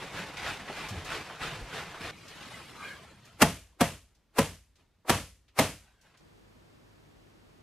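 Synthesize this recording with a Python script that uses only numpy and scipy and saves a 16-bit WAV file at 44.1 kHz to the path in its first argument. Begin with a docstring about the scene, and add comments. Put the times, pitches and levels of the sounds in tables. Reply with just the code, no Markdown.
"""An unfinished room: thin plastic sheeting is dragged along the wall, swishing with every step.
Buckling creases, flipping folds and booming footfalls are noises and tones with decaying envelopes.
At 2.11 s smoothing strokes and squeaks take over; five blows of a hammer stapler follow: filtered noise
for the steel clack, decaying modes for the thud of the timber, and noise fading as the room does.
At 6.21 s the still air gives way to a fan's faint rush and wavering hum."""
import sys
import numpy as np
from scipy import signal
from scipy.fft import rfft, irfft, next_fast_len
from scipy.io import wavfile
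from scipy.ndimage import uniform_filter1d

SR = 44100
rng = np.random.default_rng(int(sys.argv[2]) if len(sys.argv) > 2 else 0)


def to_wav(sig):
    """Store sig (one row per channel, or 1-D mono) as 16-bit WAV at the path in sys.argv[1].

    Samples outside -1..1 are clipped; the rate is SR.
    """
    pcm = np.clip(np.atleast_2d(sig), -1, 1) * 32767
    pcm = np.round(pcm).astype(np.int16)
    wavfile.write(sys.argv[1], SR, pcm.T)  # frames by channels


N = 336042
TIME = np.arange(N) / SR
PULL_END_S, WORK_END_S = 2.113, 6.21

# stapler blows: t/s, swell time constant before the blow/s, clack level/dB, thud level/dB, boom level/dB,
# room level/dB, main note of that spot on the beam f/Hz, second note f/Hz, note level/dB
STAPLER_BLOWS = [(3.419, 0.007, -9.5, -10.5, -15, -20, 690, 844, -11.5),
                 (3.8085, 0.0046, -20, -14.5, -17.5, -23, 705, 541.5, -15),
                 (4.3847, 0.0099, -19.5, -14, -17.5, -23.5, 552, 999, -18.5),
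                 (5.0953, 0.0082, -16.5, -26, -15, -20, 954, 224, -25),
                 (5.5888, 0.0083, -17, -19, -18, -19.5, 624, 280, -20)]
# stereo width of most sounds: f/Hz, side minus mid level/dB
STEREO_WIDTH = [(140, -41), (300, -27.5), (640, -23.5), (1300, -16.5), (2500, -12.5), (4400, -3.5),
                (6600, -3), (9400, -7), (13000, -9.5)]
# stereo width of the smoothed film and the still air: f/Hz, side minus mid level/dB
SOFT_STEREO_WIDTH = [(55, -24.5), (300, -4.5), (1300, -12), (2500, -10.5), (4400, -4.5), (7000, -4),
                     (9000, -17.5)]


def amp(db):
    """Level definition: decibels to amplitude ratio."""
    return 10 ** (np.asarray(db) / 20)


def rms_one(x):
    """Normalisation of effective value: unit rms, a stereo pair by its middle."""
    middle = np.atleast_2d(x).mean(axis=0)
    return x / np.sqrt(np.mean(middle ** 2) + 1e-20)


def at_hz(points, hz):
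    """Logarithmic pitch scale: interpolate a table along log frequency."""
    f, value = np.transpose(points)
    return np.interp(np.log(hz + 1), np.log(f), value)


def until(end_s, fade_s):
    """Linear gating: one at first, falling to zero over the fade before the end."""
    return np.clip((end_s - TIME) / fade_s, 0, 1)


def add(out, s, sound):
    """Superposition: mix a short sound in at a moment."""
    i = max(round(s * SR), 0)
    out[:, i:i + sound.shape[-1]] += sound[..., :N - i]


def butter(x, hz, kind):
    """Maximally flat filtering: a Butterworth design of order two."""
    return signal.sosfilt(signal.butter(2, hz, kind, fs=SR, output="sos"), x)


def white(size):
    """Statistical independence: two unrelated white noises."""
    return rng.standard_normal((2, size))


def drift(rate):
    """Random modulation: normally distributed knots, rate per second, joined by straight lines."""
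    knots = rng.standard_normal(4000)
    return np.interp(TIME * rate, np.arange(len(knots)), knots)


def colour(pair, spectrum, tilt_db=0, width=STEREO_WIDTH):
    """Spectral shaping: filter two excitations as middle and side, tilted in dB per octave; rms 1."""
    size = pair.shape[1]
    padded = next_fast_len(size)
    hz = np.fft.rfftfreq(padded, 1 / SR) + 1
    # extra roll-off below the lowest table frequency
    skirt = 1 / np.sqrt(1 + (spectrum[0][0] / hz) ** 6)
    gain = skirt * amp(at_hz(spectrum, hz) + tilt_db * np.log2(hz))
    mid, side = rfft(pair, padded) * gain
    side = side * amp(at_hz(width, hz))
    left_right = irfft([mid + side, mid - side], padded)
    return rms_one(left_right[:, :size])


def die_away(noise):
    """Frequency-dependent reverberation: each band decays exponentially with its own t60."""
    # reverberation of the room: f/Hz, t60/s
    room_decay = [(100, 0.31), (300, .3), (900, 0.24), (2500, 0.35), (7000, 0.41), (15000, 0.38)]
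    size = noise.shape[1]
    t = np.arange(size) / SR
    hz = np.fft.rfftfreq(size, 1 / SR)
    bins = rfft(noise)
    faded = np.zeros(noise.shape)
    centres, t60s = np.transpose(room_decay)
    for own, t60 in zip(np.eye(len(centres)), t60s):
        share = at_hz(np.c_[centres, own], hz)   # overlapping bands that add up to one
        faded += irfft(bins * share, size) * amp(-60 * t / t60)
    return faded


def background():
    """Stationary noise and tones: still air during the work, then a fan's rush and phase-wavering hum."""
    # still air: f/Hz, spectral level/dB per Hz before scaling
    still_air = [(25, -6), (80, -6), (200, -16), (700, -27.5), (3800, -34), (14000, -47.5)]
    # rush of the fan: f/Hz, spectral level/dB per Hz before scaling
    fan_rush = [(15, -41), (25, -13), (49, -1.5), (71, -3.5), (101, -3), (344, -6.5), (558, -12),
                (6540, -28.5), (15000, -39)]
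    # stereo width of the rush: f/Hz, side minus mid level/dB
    rush_width = [(55, -13), (300, 2), (4700, 0.5), (7000, -12), (9000, -25)]
    # hum of the fan: f/Hz, rms level/dB
    hum_tones = [(48.4, -71.5), (101.5, -68), (150.5, -73)]
    air_db, rush_db = -71, -61.5
    working = until(WORK_END_S, 0.017)
    hum = np.zeros(N)
    for hz, level_db in hum_tones:
        phase = 2 * np.pi * hz * TIME + 0.45 * drift(4.2)
        hum += amp(level_db) * np.sqrt(2) * np.sin(phase)
    fan = amp(rush_db) * colour(white(N), fan_rush, width=rush_width) + hum
    air = amp(air_db) * colour(white(N), still_air, width=SOFT_STEREO_WIDTH)
    return working * air + (1 - working) * fan


def movement(strokes, rest_db, hold_s=0.0077):
    """Addition of powers: each movement gathers speed, holds it briefly and dies away; level in dB."""
    power = amp(rest_db) ** 2
    for s, level_db, rise_s, release_s in strokes:
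        gather = np.exp(-(np.minimum(TIME - s, 0) / rise_s) ** 2 / 2)
        release = np.exp(-np.maximum(TIME - s - hold_s, 0) / release_s)
        power = power + (amp(level_db) * gather * release) ** 2
    return 10 * np.log10(power)


def follow(level_db, law):
    """Compressed dynamics: a band takes only a share of the swing of the swish."""
    offset_db, share = law   # offset in dB at the fastest, share of the swing
    return level_db.max() + offset_db + share * (level_db - level_db.max())


def crease_crackle(level_db, creases_per_s, size_db):
    """Random impulse process: creases buckle more often in faster motion, and the room answers."""
    rate = creases_per_s * amp((level_db - level_db.max()) / 2)
    born = rng.random(N) < rate / SR
    sizes = amp(size_db * np.minimum(rng.exponential(1, N), 4))
    creases = born * sizes * white(N)
    room = die_away(white(SR // 2))
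    echoes = signal.fftconvolve(creases, room, axes=1)[:, :N]
    return rms_one(creases) + rms_one(echoes)


def film(level_db, lows_law, treble_law, spectrum, width, creases_per_s, size_db, crackle_db, flutter_db,
         patchy_db):
    """Friction noise and buckling: crackle over a hiss, with resonances of sheet panels that come and go."""
    crackle = crease_crackle(level_db, creases_per_s, size_db)
    sheet = colour(rms_one(white(N)) + amp(crackle_db) * crackle, spectrum, width=width)
    # panels between the folds change shape: smoothed random gains over frequency and time
    hz, _, cells = signal.stft(sheet, SR, nperseg=1024)
    panels = rng.standard_normal(cells.shape[1:])
    for axis in (0, 1):
        panels = uniform_filter1d(panels, size=3, axis=axis)
    panels = rms_one(panels.ravel()).reshape(panels.shape)
    cells = cells * amp(patchy_db * panels)
    # three bands, each with its own dynamics
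    low = 1 / (1 + (hz / 1000) ** 4)
    high = 1 - 1 / (1 + (hz / 4500) ** 6)
    bands = [rms_one(signal.istft(cells * share[:, None])[1][:, :N]) for share in (low, 1 - low - high, high)]
    lows, body, treble = bands
    swish = amp(level_db) * body
    swish = swish + amp(follow(level_db, lows_law)) * lows
    swish = swish + amp(follow(level_db, treble_law)) * treble
    return amp(flutter_db * drift(70)) * swish


def dragged_sheet():
    """Sliding friction: steady sliding swells with one tug at the sheet for every stride."""
    # tugs: t/s at the fastest, swish level/dB, rise/s, release/s
    tugs = [(.03, -45, 0.035, 0.049), (.197, -40.5, 0.046, 0.051), (.49, -37.5, 0.067, 0.066),
            (.805, -43, 0.068, 0.19), (1.142, -38.5, 0.049, 0.062), (1.438, -38, 0.022, 0.11),
            (1.787, -41.5, 0.059, 0.056), (2.048, -42.5, .035, 0.11)]
    # colour of the dragged film: f/Hz, spectral level/dB per Hz before scaling
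    drag_colour = [(21, -34), (35, -6.5), (113, -4), (158, 0), (249, -9), (290, -6), (384, -7.5), (448, -3),
                   (593, -7.5), (691, -5), (2470, -10), (9310, -24), (12600, -30.5), (15500, -48)]
    # stereo width of the dragged film: f/Hz, side minus mid level/dB
    drag_width = [(55, -33), (300, -11), (640, -20.5), (1300, -20), (2500, -12.5), (6600, -3.5),
                  (13000, -7.5)]
    return film(movement(tugs, rest_db=-50), (-4.5, 0.72), (-13.5, 0.83), drag_colour, drag_width,
                creases_per_s=3000, size_db=2, crackle_db=-6.5, flutter_db=1.1, patchy_db=2.0)


def steps(roll_s=0.012, scuff_db=-9, t60_s=0.17):
    """Damped resonance: a sole rolls softly onto the boards, which boom briefly."""
    # footfalls: t/s, level/dB before the envelope, f/Hz
    footfalls = [(.19, -30, 187.5), (.907, -27, 100), (.92, -32, 186.7), (.962, -28, 89),
                 (1.515, -32.5, 142), (1.565, -32, 107), (1.611, -32.5, 46.3)]
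    out = np.zeros((2, N))
    t = np.arange(SR // 2) / SR
    envelope = (1 - np.exp(-t / roll_s)) * amp(-60 * t / t60_s)
    for s, level_db, hz in footfalls:
        scuff = rms_one(butter(white(len(t))[0], [hz / 2, hz * 2], "band"))
        boom = np.sin(2 * np.pi * hz * t) + amp(scuff_db) * scuff
        add(out, s, amp(level_db) * boom * envelope)
    return out


def folds(echo_db=-12, grain_db=3, rise_s=0.0034, t60_s=0.093):
    """Snap-through buckling: a larger fold flips over with a short, grainy, band-limited burst."""
    # flipping folds: t/s, level/dB before the envelope, centre f/Hz
    flips = [(.367, -37, 2730), (.677, -36, 1440), (.697, -35.5, 660), (0.884, -41.5, 5500),
             (1.045, -45.5, 5500), (1.297, -38.5, 1120), (1.941, -39.5, 1170), (2.278, -48.5, 4880),
             (2.422, -46, 3000), (3.25, -57, 6094), (4.147, -68, 4960), (4.755, -64.5, 4520),
             (4.791, -68.5, 900), (5.047, -49.5, 700), (5.48, -62, 2900), (6.01, -63.5, 6000),
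             (6.14, -59.5, 1800), (6.171, -61.5, 5000)]
    out = np.zeros((2, N))
    t = np.arange(SR // 2) / SR
    for s, level_db, hz in flips:
        bell = [(hz / 8, -16), (hz / 2, -3), (hz, 0), (hz * 2, -11), (hz * 16, -60)]
        grains = white(len(t)) * amp(grain_db * rng.standard_normal(len(t)))
        burst = colour(grains, bell)
        decaying = burst * amp(-60 * t / t60_s) + amp(echo_db) * die_away(burst)
        add(out, s, amp(level_db) * decaying * (1 - np.exp(-t / rise_s)))
    return out


def smoothed_sheet():
    """Sliding friction: the hand strokes the hanging sheet in separate movements."""
    # strokes of the hand: t/s at the fastest, swish level/dB, rise/s, release/s
    hand_strokes = [(2.14, -57.5, .06, .2), (2.55, -50.5, .24, 0.37), (2.89, -50.5, 0.086, 0.11),
                    (3.275, -61.5, 0.022, .1), (4.8, -73.5, .02, 0.048), (5.86, -71.5, .05, .15),
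                    (6.05, -70, 0.024, .3)]
    # colour of the smoothed film: f/Hz, spectral level/dB per Hz before scaling
    smooth_colour = [(71, -25.5), (120, -1), (288, -5.5), (676, -6.5), (748, -8), (975, -7), (2870, -10.5),
                     (10100, -21.5), (13200, -29), (15500, -42)]
    return film(movement(hand_strokes, rest_db=-89.5), (-3.5, 0.82), (-10, 0.92), smooth_colour,
                SOFT_STEREO_WIDTH, creases_per_s=2500, size_db=2.0, crackle_db=-13.5, flutter_db=1.0,
                patchy_db=3.5)


def billow():
    """Low-frequency radiation: the hanging sheet rumbles as band-passed noise."""
    return amp(-60.0) * rms_one(butter(white(N)[0], [55, 170], "band"))


def squeaks(glide=0.006, bandwidth_hz=110):
    """Friction-excited resonance: narrow noise bands rise a little in pitch as the taut film tightens."""
    # squeaks under the palm: t/s at the loudest, half length/s, f/Hz, level/dB at the loudest
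    palm_squeaks = [(2.82, 0.03, 1220, -46.5), (2.85, 0.037, 1600, -46.5), (2.92, 0.024, 1630, -45),
                    (2.88, 0.051, 2150, -51.5), (2.855, .022, 2400, -46.5), (5.87, .035, 1480, -69),
                    (6.03, 0.052, 1590, -73.5)]
    out = np.zeros(N)
    for s, half_s, hz, level_db in palm_squeaks:
        stroke = (TIME - s) / half_s
        turn = 2 * np.pi * np.cumsum(hz * (1 + glide * np.tanh(stroke))) / SR
        # slow noises on two carriers in quadrature make one narrow band
        a, b = butter(white(N), bandwidth_hz / 2, "low")
        tone = rms_one(a * np.cos(turn) + b * np.sin(turn))
        out += amp(level_db) * np.exp(-stroke ** 2 / 2) * tone
    return out


def ring(modes, luck_db, detune, rise_s):
    """Modal superposition: struck modes decay, with strengths and pitches slightly random at each blow."""
    t = np.arange(SR) / SR
    luck = rng.standard_normal((len(modes), 2))
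    tones = np.zeros(SR)
    for k, ((hz, level_db, t60), (a, b)) in enumerate(zip(modes, luck)):
        decay = amp(level_db + luck_db * a - 60 * t / t60)
        tones += (-1) ** k * decay * np.sin(2 * np.pi * hz * (1 + detune * b) * t)   # alternating sign
    return tones * (1 - np.exp(-t / rise_s))


def stapler(swell_db=-10, drive_s=0.0085, settle_s=0.0042, build_s=0.0075, thud_delay_s=0.002,
            note_t60=0.11, second_note_db=-3.5, uneven_db=1.0, echoes_per_s=250):
    """Impact excitation: a brief noise swell leads into the clack; timber and room ring on."""
    # colour of the steel clack: f/Hz, spectral level/dB per Hz before tilt and scaling
    clack_colour = [(180, -31), (300, -1), (571, -5.5), (696, -1), (1640, -9), (1940, -10.5), (2100, -10.5),
                    (2740, -11.5), (3020, -17), (7140, -23.5), (9290, -22.5), (13600, -28), (15500, -38.5)]
    # colour of its reverberation: f/Hz, spectral level/dB per Hz before tilt and scaling
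    tail_colour = [(59, -36), (100, -7), (181, -8), (313, -9), (347, -17.5), (447, -9.5), (589, -9),
                   (668, -7), (742, -13.5), (879, -8.5), (1430, -16), (2870, -17.5), (3930, -23.5),
                   (11500, -26.5), (15500, -46)]
    # modes of the beam and the steel tool: f/Hz, level/dB re thud, t60/s
    timber_modes = [(154, -11, 0.2), (177.4, -12, 0.23), (224, 1.5, 0.077), (262.5, 0.5, .07),
                    (447, -6.5, 0.11), (1152, -15, .09), (1316, -16, .09), (1895, -14.5, 0.11),
                    (2720, -17, 0.057), (3290, -20.5, 0.11), (5130, -21.5, 0.064), (8600, -24, .1),
                    (9423, -23, .08)]
    # low modes of the wall and room: f/Hz, level/dB re boom, t60/s
    boom_modes = [(54, -27, .8), (65.3, -26.5, 0.67), (88.5, -15, 0.45), (138.8, -15.5, .32)]
    clack_tilt_db, room_tilt_db = 1.0, -0.93   # dB per octave
    out = np.zeros((2, N))
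    t = np.arange(SR) / SR
    short = t[:SR // 10]
    for s, swell_s, clack_db, thud_db, boom_db, room_db, note_hz, second_hz, note_db in STAPLER_BLOWS:
        # a short noise swells just before each blow
        swell = colour(white(len(short)), clack_colour, clack_tilt_db) * np.exp(-short / swell_s)[::-1]
        add(out, s - short[-1], amp(clack_db + swell_db) * swell)

        # steel parts chatter for as long as the staple is being driven
        chatter = colour(white(len(short)), clack_colour, clack_tilt_db)
        settling = np.exp(-np.maximum(short - drive_s, 0) / settle_s)
        add(out, s, amp(clack_db) * chatter * settling)

        # the notes of this spot have levels of their own, independent of the thud
        note_re_thud_db = note_db - thud_db
        notes = [(note_hz, note_re_thud_db, note_t60), (second_hz, note_re_thud_db + second_note_db, note_t60)]
        thud = ring(timber_modes + notes, luck_db=0.94, detune=0.004, rise_s=0.003)
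        add(out, s + thud_delay_s, amp(thud_db) * thud)
        add(out, s, amp(boom_db) * ring(boom_modes, luck_db=0.6, detune=0.0054, rise_s=0.0023))

        # reflections from joists and walls arrive in uneven clumps
        clumps = amp(uneven_db * drift(echoes_per_s)[:SR]) * (1 - np.exp(-t / build_s))
        tail = die_away(colour(white(SR), tail_colour, room_tilt_db))
        add(out, s, amp(room_db) * clumps * tail)
    return out


def scene():
    """Superposition of sources: dragging, smoothing, stapling, then the fan."""
    pulling = until(PULL_END_S, 0.003)
    before_blows = until(STAPLER_BLOWS[0][0], 0.02)
    working = until(WORK_END_S, 0.011)
    dragged = dragged_sheet() * pulling
    hanging = (smoothed_sheet() * working + billow() * before_blows) * (1 - pulling)
    # the work is done a little to the left: gain/dB of left and right
    work = (hanging + squeaks() + stapler()) * amp([[0.2], [-0.2]])
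    return background() + dragged + steps() + folds() + work


def record(dry, top=0.48, cutoff_hz=15500):
    """Saturation and band limiting: peaks are rounded, then an elliptic low-pass cuts the top."""
    rounded = top * np.tanh(dry / top)
    return signal.sosfilt(signal.ellip(10, 0.2, 80, cutoff_hz, fs=SR, output="sos"), rounded)


dry = scene()
out = record(dry)
to_wav(out)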